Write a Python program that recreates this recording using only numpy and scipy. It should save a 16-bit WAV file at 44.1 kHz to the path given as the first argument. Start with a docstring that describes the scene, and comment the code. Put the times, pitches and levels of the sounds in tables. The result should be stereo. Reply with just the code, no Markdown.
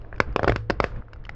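"""Tyre crushing paintballs

A car tyre creeps over a heap of paintballs on asphalt, close by. Shells burst with a snap pulse and a short ring,
and low damped tones make the tyre thud down after them. Shaped noise makes the hiss of paint, small grains crunch,
and squeezed balls tick. Underneath lie the car's noise rumble and wavering hum, and a faintly singing wheel.
Scattered, fading reflections come back from the wheel and underbody and from the open lot."""
import sys
import numpy as np
from scipy import signal
from scipy.io import wavfile
from scipy.ndimage import uniform_filter1d

SR = 44100
rng = np.random.default_rng(int(sys.argv[2]) if len(sys.argv) > 2 else 0)


def waveform_to_disk(signal):
    """Save audio, clipped to [-1, 1], as 16-bit WAV at the path in sys.argv[1]."""
    frames = np.transpose(np.atleast_2d(signal))
    scaled = np.clip(frames, -1, 1) * 32767
    samples = np.round(scaled).astype(np.int16)
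    wavfile.write(sys.argv[1], SR, samples)


N = 59535
T = np.arange(N) / SR  # time in s


def amp(db):
    """Turns decibels into a gain."""
    return 10 ** (np.asarray(db) / 20)


def unit(x):
    """Scales a sound to an average (rms) strength of 1."""
    return x / np.sqrt(np.mean(x ** 2) + 1e-20)


def curve(points):
    """Draws straight lines between (time, value) points over the whole scene."""
    return np.interp(T, *np.transpose(points))


def add(mix, s, sound):
    """Adds a sound into the mix at time s."""
    part = mix[..., max(round(s * SR), 0):][..., :sound.shape[-1]]
    part += sound[..., :part.shape[-1]]


def colour(x, points):
    """Filters a sound through (Hz, dB) points, with no response before the sound itself (minimum phase)."""
    size = 2 * x.shape[-1]
    hz, db = np.transpose(points)
    bins = abs(np.fft.fftfreq(size, 1 / SR)) + 1
    log_gain = np.log(amp(np.interp(np.log(bins), np.log(hz), db)))
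    response = np.exp(np.conj(signal.hilbert(log_gain)))
    return np.fft.ifft(np.fft.fft(x, size) * response).real[..., :size // 2]


def fade(t, t60):
    """Starts at t = 0 and dies away by 60 dB in t60 seconds."""
    return (t >= 0) * np.exp(-np.log(1000) * np.maximum(t, 0) / t60)


def ring(t, hz, t60):
    """One damped tone, as from a struck object."""
    return np.sin(2 * np.pi * hz * t) * fade(t, t60)


def pan(x, db):
    """Places a sound between left and right; positive dB leans left."""
    return np.array([amp(db / 2) * x, amp(-db / 2) * x])


def spread(pair, width):
    """Turns two unrelated signals into left and right of a given width."""
    middle, side = pair[0], width * pair[1]
    return np.array([middle + side, middle - side]) / np.sqrt(1 + width ** 2)


SNAP_LOW_HZ = 184  # the snap keeps only what lies above this
SWELL_S, SWELL_DB = 0.00068, -6.5  # the shell bulges just before it gives way
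GAP_T60, GAP_DB = 0.019, -6  # the hollow wedge of air between tyre and road
THUD_HZ, THUD_T60 = 103.3, 0.063
CRACK_DB, CRACK_T60 = 5.5, 0.0081  # crack level is relative to the splinters
SHELL_RISE_S, SPLINTER_T60 = 0.00042, 0.016
# Bursting shells: t/s, snap level/dB, snap width/ms, shell f/Hz, shell ring level/dB,
# hollow f/Hz, crack f/Hz, splinter level/dB, thud level/dB, left-right balance/dB
BURSTS = [(0.2026, -5.5, 0.16, 1542, -3, 515, 1960, -18, -17.5, -2.0),
          (0.2036, -14, 0.48, 2101, -15.5, 576, 5200, -27, -40.5, 1.5),
          (0.362, -6, 0.13, 1103, -10.5, 494, 2467, -24, -38, -3.5),
          (0.3944, -11.5, 0.34, 1592, -18, 719, 3170, -36, -23, 0.0),
          (0.432, -11.5, 0.52, 1418, -17.5, 528, 1700, -29.5, -20, -0.5),
          (0.4446, -11.5, 0.24, 1263, -13.5, 560, 3197, -31.5, -16.5, 0),
          (0.4768, -8, 0.63, 650, -13.5, 530, 1750, -32.5, -33.5, -2),
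          (0.4795, -14.5, 0.55, 1396, -9.5, 363, 1700, -24, -29.5, -0.5),
          (0.4821, -10, 0.18, 1507, -13.5, 500, 2260, -24, -16, -1),
          (0.4953, -5.5, 0.55, 504, -32.5, 475, 3459, -31.5, -15, -4),
          (0.4969, -7.5, 0.27, 2133, -19, 246, 1748, -26, -25.5, -4),
          (0.5213, -16, 0.13, 1585, -17, 443, 2139, -33.5, -21.5, -2.0),
          (0.5609, -16, 0.15, 1496, -15.5, 360, 2062, -24, -15, -1.5),
          (0.6997, -6.5, 0.34, 1627, -28, 466, 1700, -19.5, -23, -0.5),
          (0.7052, -8, 0.45, 1513, -11, 337, 1740, -21.5, -33, -3),
          (0.8023, -6.5, 0.16, 1228, -7.5, 584, 2110, -19, -18, 1.0),
          (0.842, -7, 0.14, 1732, -12, 532, 1830, -24.5, -21.5, -0.5)]


def bursts():
    """Each shell bulges, gives way in one pressure pulse, rings, cracks into splinters and pushes the rubber."""
    out, lead = np.zeros((2, N)), .005  # lead leaves room for the bulge
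    t = T[:SR // 14] - lead
    low_cut = signal.butter(2, SNAP_LOW_HZ, "high", fs=SR)
    for s, snap_db, width_ms, hz, ring_db, gap_hz, crack_hz, splinter_db, thud_db, pan_db in BURSTS:
        width = width_ms / 1000
        bulge = amp(SWELL_DB) * np.exp(-(t / SWELL_S + 1 / 2) ** 2)
        pulse = np.exp(-(t / width) ** 2) - bulge
        hollow = amp(GAP_DB) * ring(t + width, gap_hz, GAP_T60) * np.tanh((t + width) / width)
        snap = amp(snap_db) * (signal.lfilter(*low_cut, pulse) + hollow)
        shell_ring = amp(ring_db) * shell(t + width / 2, hz, SHELL_RISE_S)
        thud = amp(thud_db) * ring(t, THUD_HZ, THUD_T60)
        crack = amp(splinter_db + CRACK_DB) * ring(t, crack_hz, CRACK_T60)
        fragments = amp(splinter_db) * splinters(t, SPLINTER_T60)
        add(out, s - lead, pan(thud - snap - shell_ring + crack, pan_db) + fragments)
    return out


# Tones of one shell: f as a multiple of its pitch, level/dB, time to fall 60 dB/s
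SHELL_MODES = [(1, 3, 0.007), (1.49, -20, 0.021), (.7, -7.5, 0.012), (.39, -8, 0.014)]


def shell(t, hz, rise):
    """The brief ring of one shell: several damped tones behind one smooth, quick onset."""
    onset = .5 + .5 * np.tanh(t / rise)
    tones = 0
    for multiple, db, t60 in SHELL_MODES:
        decay = np.exp(-np.log(1000) * t / t60)
        tones = tones + amp(db) * np.sin(2 * np.pi * hz * multiple * t) * decay
    return onset * tones


SPLINTER_RISE_S = 0.00045
# Tone colour of the tearing shell: f/Hz, level/dB
SPLINTER_TONE = [(200, -27), (900, 6.5), (2300, 11.5), (3000, 7), (4000, -1), (5200, 7), (5700, -6),
                 (7000, -9), (8500, -34.5)]


def splinters(t, t60):
    """A quick spray of tiny fractures, made from a fading burst of coloured noise."""
    noise = rng.standard_normal((2, len(t))) * fade(t, t60) * np.clip(t / SPLINTER_RISE_S, 0, 1)
    return spread(colour(noise, SPLINTER_TONE), width=0.62)


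# Tones of the tyre: f/Hz, level/dB, time to fall 60 dB/s
TYRE_MODES = [(53, -0.5, 0.15), (108.8, -7.5, 0.58), (334.4, -21.5, 0.17)]
# The tyre dropping onto the road: t/s, level/dB
DROPS = [(0.202, -30.5), (0.4975, -14.5), (0.56, -24), (0.706, -32), (0.803, -26.5)]


def tyre():
    """The tyre booms in a few low damped tones as it sinks through the burst balls."""
    out = np.zeros(N)
    boom = sum(amp(db) * ring(T, hz, t60) for hz, db, t60 in TYRE_MODES)
    for s, db in DROPS:
        add(out, s, -amp(db) * boom)
    return out


TICK_RISE_S, TICK_SPLINTER_T60 = 0.00041, 0.017
KNOCK_HZ, KNOCK_T60 = 590, 0.0054
# Balls clicking together or just cracking: t/s, level/dB, f/Hz,
# splinter level/dB and knock level/dB (both relative to the tick's own level)
TICKS = [(0.016, -51.5, 2800, -3.5, -11.5), (.048, -39.5, 1610, -38, 5), (0.1279, -26.5, 1605, -44.5, 0),
         (0.143, -36.5, 1720, -28, -12), (0.161, -44, 2400, -5.5, -20), (0.181, -37, 1504, -9.5, 3),
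         (0.327, -41, 1420, -10.5, 0), (.920, -37.5, 1380, -22.5, -17), (.962, -38, 1640, -14.5, -4),
         (1.0225, -36, 1315, -33, -6), (1.084, -39, 1360, -29, -8), (1.133, -34.5, 1460, -4.5, -4.5),
         (1.161, -39.5, 1320, -19, -26), (1.24, -45, 1730, -8, -21.5), (1.252, -35, 2950, -8.5, -23),
         (1.267, -37, 1350, -17, -29), (1.2933, -21, 1985, -13, -12)]


def ticks():
    """Squeezed balls slip, click against their neighbours and knock on the road."""
    out, lead = np.zeros((2, N)), .002  # lead leaves room for the smooth onset
    t = T[:SR // 20] - lead
    for s, db, hz, splinter_db, knock_db in TICKS:
        knock = amp(knock_db) * ring(t, KNOCK_HZ, KNOCK_T60) * np.tanh(t / TICK_RISE_S)
        click = shell(t, hz, TICK_RISE_S) + knock
        fragments = amp(splinter_db) * splinters(t, TICK_SPLINTER_T60)
        add(out, s - lead, amp(db) * (click + fragments))
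    return out


SPRAY_RISE_S, SPRAY_T60 = 0.0053, 0.25
# Paint squirting out of a burst ball: t/s, level/dB
SPRAYS = [(0.481, -36), (0.553, -46.5), (0.825, -35.5), (0.857, -60)]
# Tone colour of the hiss: f/Hz, relative level/dB
SPRAY_TONE = [(300, -21.5), (1300, 15), (2600, -0.5), (5200, -7), (7000, -18.5), (8400, -24)]


def spray():
    """Paint hisses out briefly through the split shells: coloured noise that rises fast and fades."""
    level = np.zeros(N)
    for s, db in SPRAYS:
        level += amp(db) * np.clip((T - s) / SPRAY_RISE_S, 0, 1) * fade(T - s, SPRAY_T60)
    hiss = unit(colour(rng.standard_normal((2, N)), SPRAY_TONE))
    return level * spread(hiss, width=0.64)


CRUNCH_PER_S, CRUNCH_SPREAD_DB = 1600, 1  # average grains per second, and how much their sizes vary
# Fine crunch of the crushed shells: t/s, level/dB
CRUNCH_LEVEL = [(0, -50.5), (.17, -55), (.315, -70), (.365, -44), (.43, -35.5), (.51, -32), (.57, -57),
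                (.78, -78), (.83, -36), (.9, -52.5), (1.35, -64.5)]
# Tone colour of the crunch: f/Hz, relative level/dB
CRUNCH_TONE = [(100, 6.5), (500, 21.5), (1400, 3.5), (2500, -6.5), (5000, -19.5), (8000, -39)]


def crunch():
    """Broken shells grind under the tread in many small grains at random moments."""
    sizes = amp(CRUNCH_SPREAD_DB * np.minimum(rng.exponential(1, (2, N)), 4))
    happens = rng.random((2, N)) < CRUNCH_PER_S / SR
    grains = sizes * happens * rng.choice([-1, 1], (2, N))
    return spread(unit(colour(grains, CRUNCH_TONE)), width=0.7) * amp(curve(CRUNCH_LEVEL))


# The wheel ringing on after each pop: f/Hz, level/dB, time to fall 60 dB/s
WHEEL_MODES = [(486.5, -64.5, 1.6), (510, -74.5, 1.0), (426, -64.5, 0.67)]


def wheel(dry):
    """Every pop feeds energy into the wheel, which sings on faintly as that energy drains away."""
    power = dry.mean(0) ** 2
    out = np.zeros(N)
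    for hz, db, t60 in WHEEL_MODES:
        stored = abs(signal.fftconvolve(power, fade(T, t60) ** 2)[:N])  # energy still in this tone
        out += amp(db) * np.sqrt(stored) * np.sin(2 * np.pi * (hz * T + rng.random()))
    return out


def echoes(x, tone, t60, delay, width):
    """A delayed, dying scatter of reflections, made from coloured noise."""
    t = T[:SR // 2]
    taps = spread(rng.standard_normal((2, len(t))), width) * fade(t - delay, t60)
    tail = colour(taps / np.linalg.norm(taps[0]), tone)
    return signal.fftconvolve(x.mean(0)[None], tail, axes=1)[:, :N]


NEAR_DB, NEAR_T60, NEAR_DELAY_S, NEAR_WIDTH = -14.5, 0.064, 0.0039, 0.83
# Tone colour of reflections from wheel and underbody: f/Hz, relative level/dB
NEAR_TONE = [(60, -32.5), (200, 0), (450, 5), (1000, 0), (2200, -7), (4000, 2), (5200, -6), (8000, -3)]


def underbody(dry):
    """The nearby wheel and underbody throw the sound back soon and briefly."""
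    return amp(NEAR_DB) * echoes(dry, NEAR_TONE, NEAR_T60, NEAR_DELAY_S, NEAR_WIDTH)


LOT_DB, LOT_T60, LOT_DELAY_S, LOT_WIDTH = -31, 0.13, 0.017, 0.22
# Tone colour of reflections from the open lot: f/Hz, relative level/dB
LOT_TONE = [(60, -8), (450, 12), (1000, 8), (2200, 3), (4000, 11), (6500, 4.5), (8500, 8)]


def open_lot(dry):
    """The open lot answers later, and its reflections last longer."""
    return amp(LOT_DB) * echoes(dry, LOT_TONE, LOT_T60, LOT_DELAY_S, LOT_WIDTH)


RUMBLE_SWELL_DB = 4.05  # rms size of the random swelling
# Tone colour of the car's rumble: f/Hz, relative level/dB
RUMBLE_TONE = [(20, -2), (40, 0), (62, 4), (80, -8.5), (112, -8.5), (160, -18), (320, -25), (480, -27.5),
               (750, -33), (1500, -35), (2600, -47.5), (8400, -81), (16000, -89)]
# Left-right difference of the rumble, against its middle: f/Hz, level/dB
RUMBLE_SIDE = [(40, -16.5), (150, -19), (400, -3.5), (2000, -9.5), (6000, 6)]
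# Rumble loudness before the random swelling: t/s, level/dB
RUMBLE_LEVEL = [(0, -44), (.25, -37), (.6, -39), (.85, -37), (1.1, -39.5), (1.35, -36.5)]
# Hum of the running car: f/Hz, width of its wavering/Hz, level/dB
HUM = [(110.56, 3.5, -50.5), (314, 4.7, -65.5)]


def car():
    """Low coloured noise that swells at random, with a few hum tones that waver in pitch."""
    middle, side = colour(rng.standard_normal((2, N + SR // 2)), RUMBLE_TONE)
    side = colour(side, RUMBLE_SIDE)
    rumble = unit(np.array([middle + side, middle - side])[:, -N:])  # skips the filter's start-up
    slow_noise = uniform_filter1d(rng.standard_normal(N), size=3000)
    swell = unit(uniform_filter1d(slow_noise, size=3000))
    out = amp(curve(RUMBLE_LEVEL) + RUMBLE_SWELL_DB * swell) * rumble
    for hz, width, db in HUM:
        drift = unit(uniform_filter1d(rng.standard_normal(N), size=2000))
        cycles = np.cumsum(hz + width / 2 * drift) / SR
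        out += amp(db) * unit(np.sin(2 * np.pi * cycles))
    return out


def scene():
    """The crushing, its reflections, the singing wheel, the tyre thuds and the car."""
    dry = bursts() + ticks() + spray() + crunch()
    return dry + underbody(dry) + open_lot(dry) + wheel(dry) + tyre() + car()


OVERLOAD, CUT_HZ = .94, 8400  # overload is a fraction of full scale


def record(dry):
    """Rounds off peaks near the overload level, then removes the highest treble."""
    rounded = dry / (1 + (dry / OVERLOAD) ** 6) ** (1 / 6)
    taps = signal.firwin(127, CUT_HZ, window=("kaiser", 9), fs=SR)
    return signal.oaconvolve(rounded, taps[None], "same")


dry = scene()
out = record(dry)
waveform_to_disk(out)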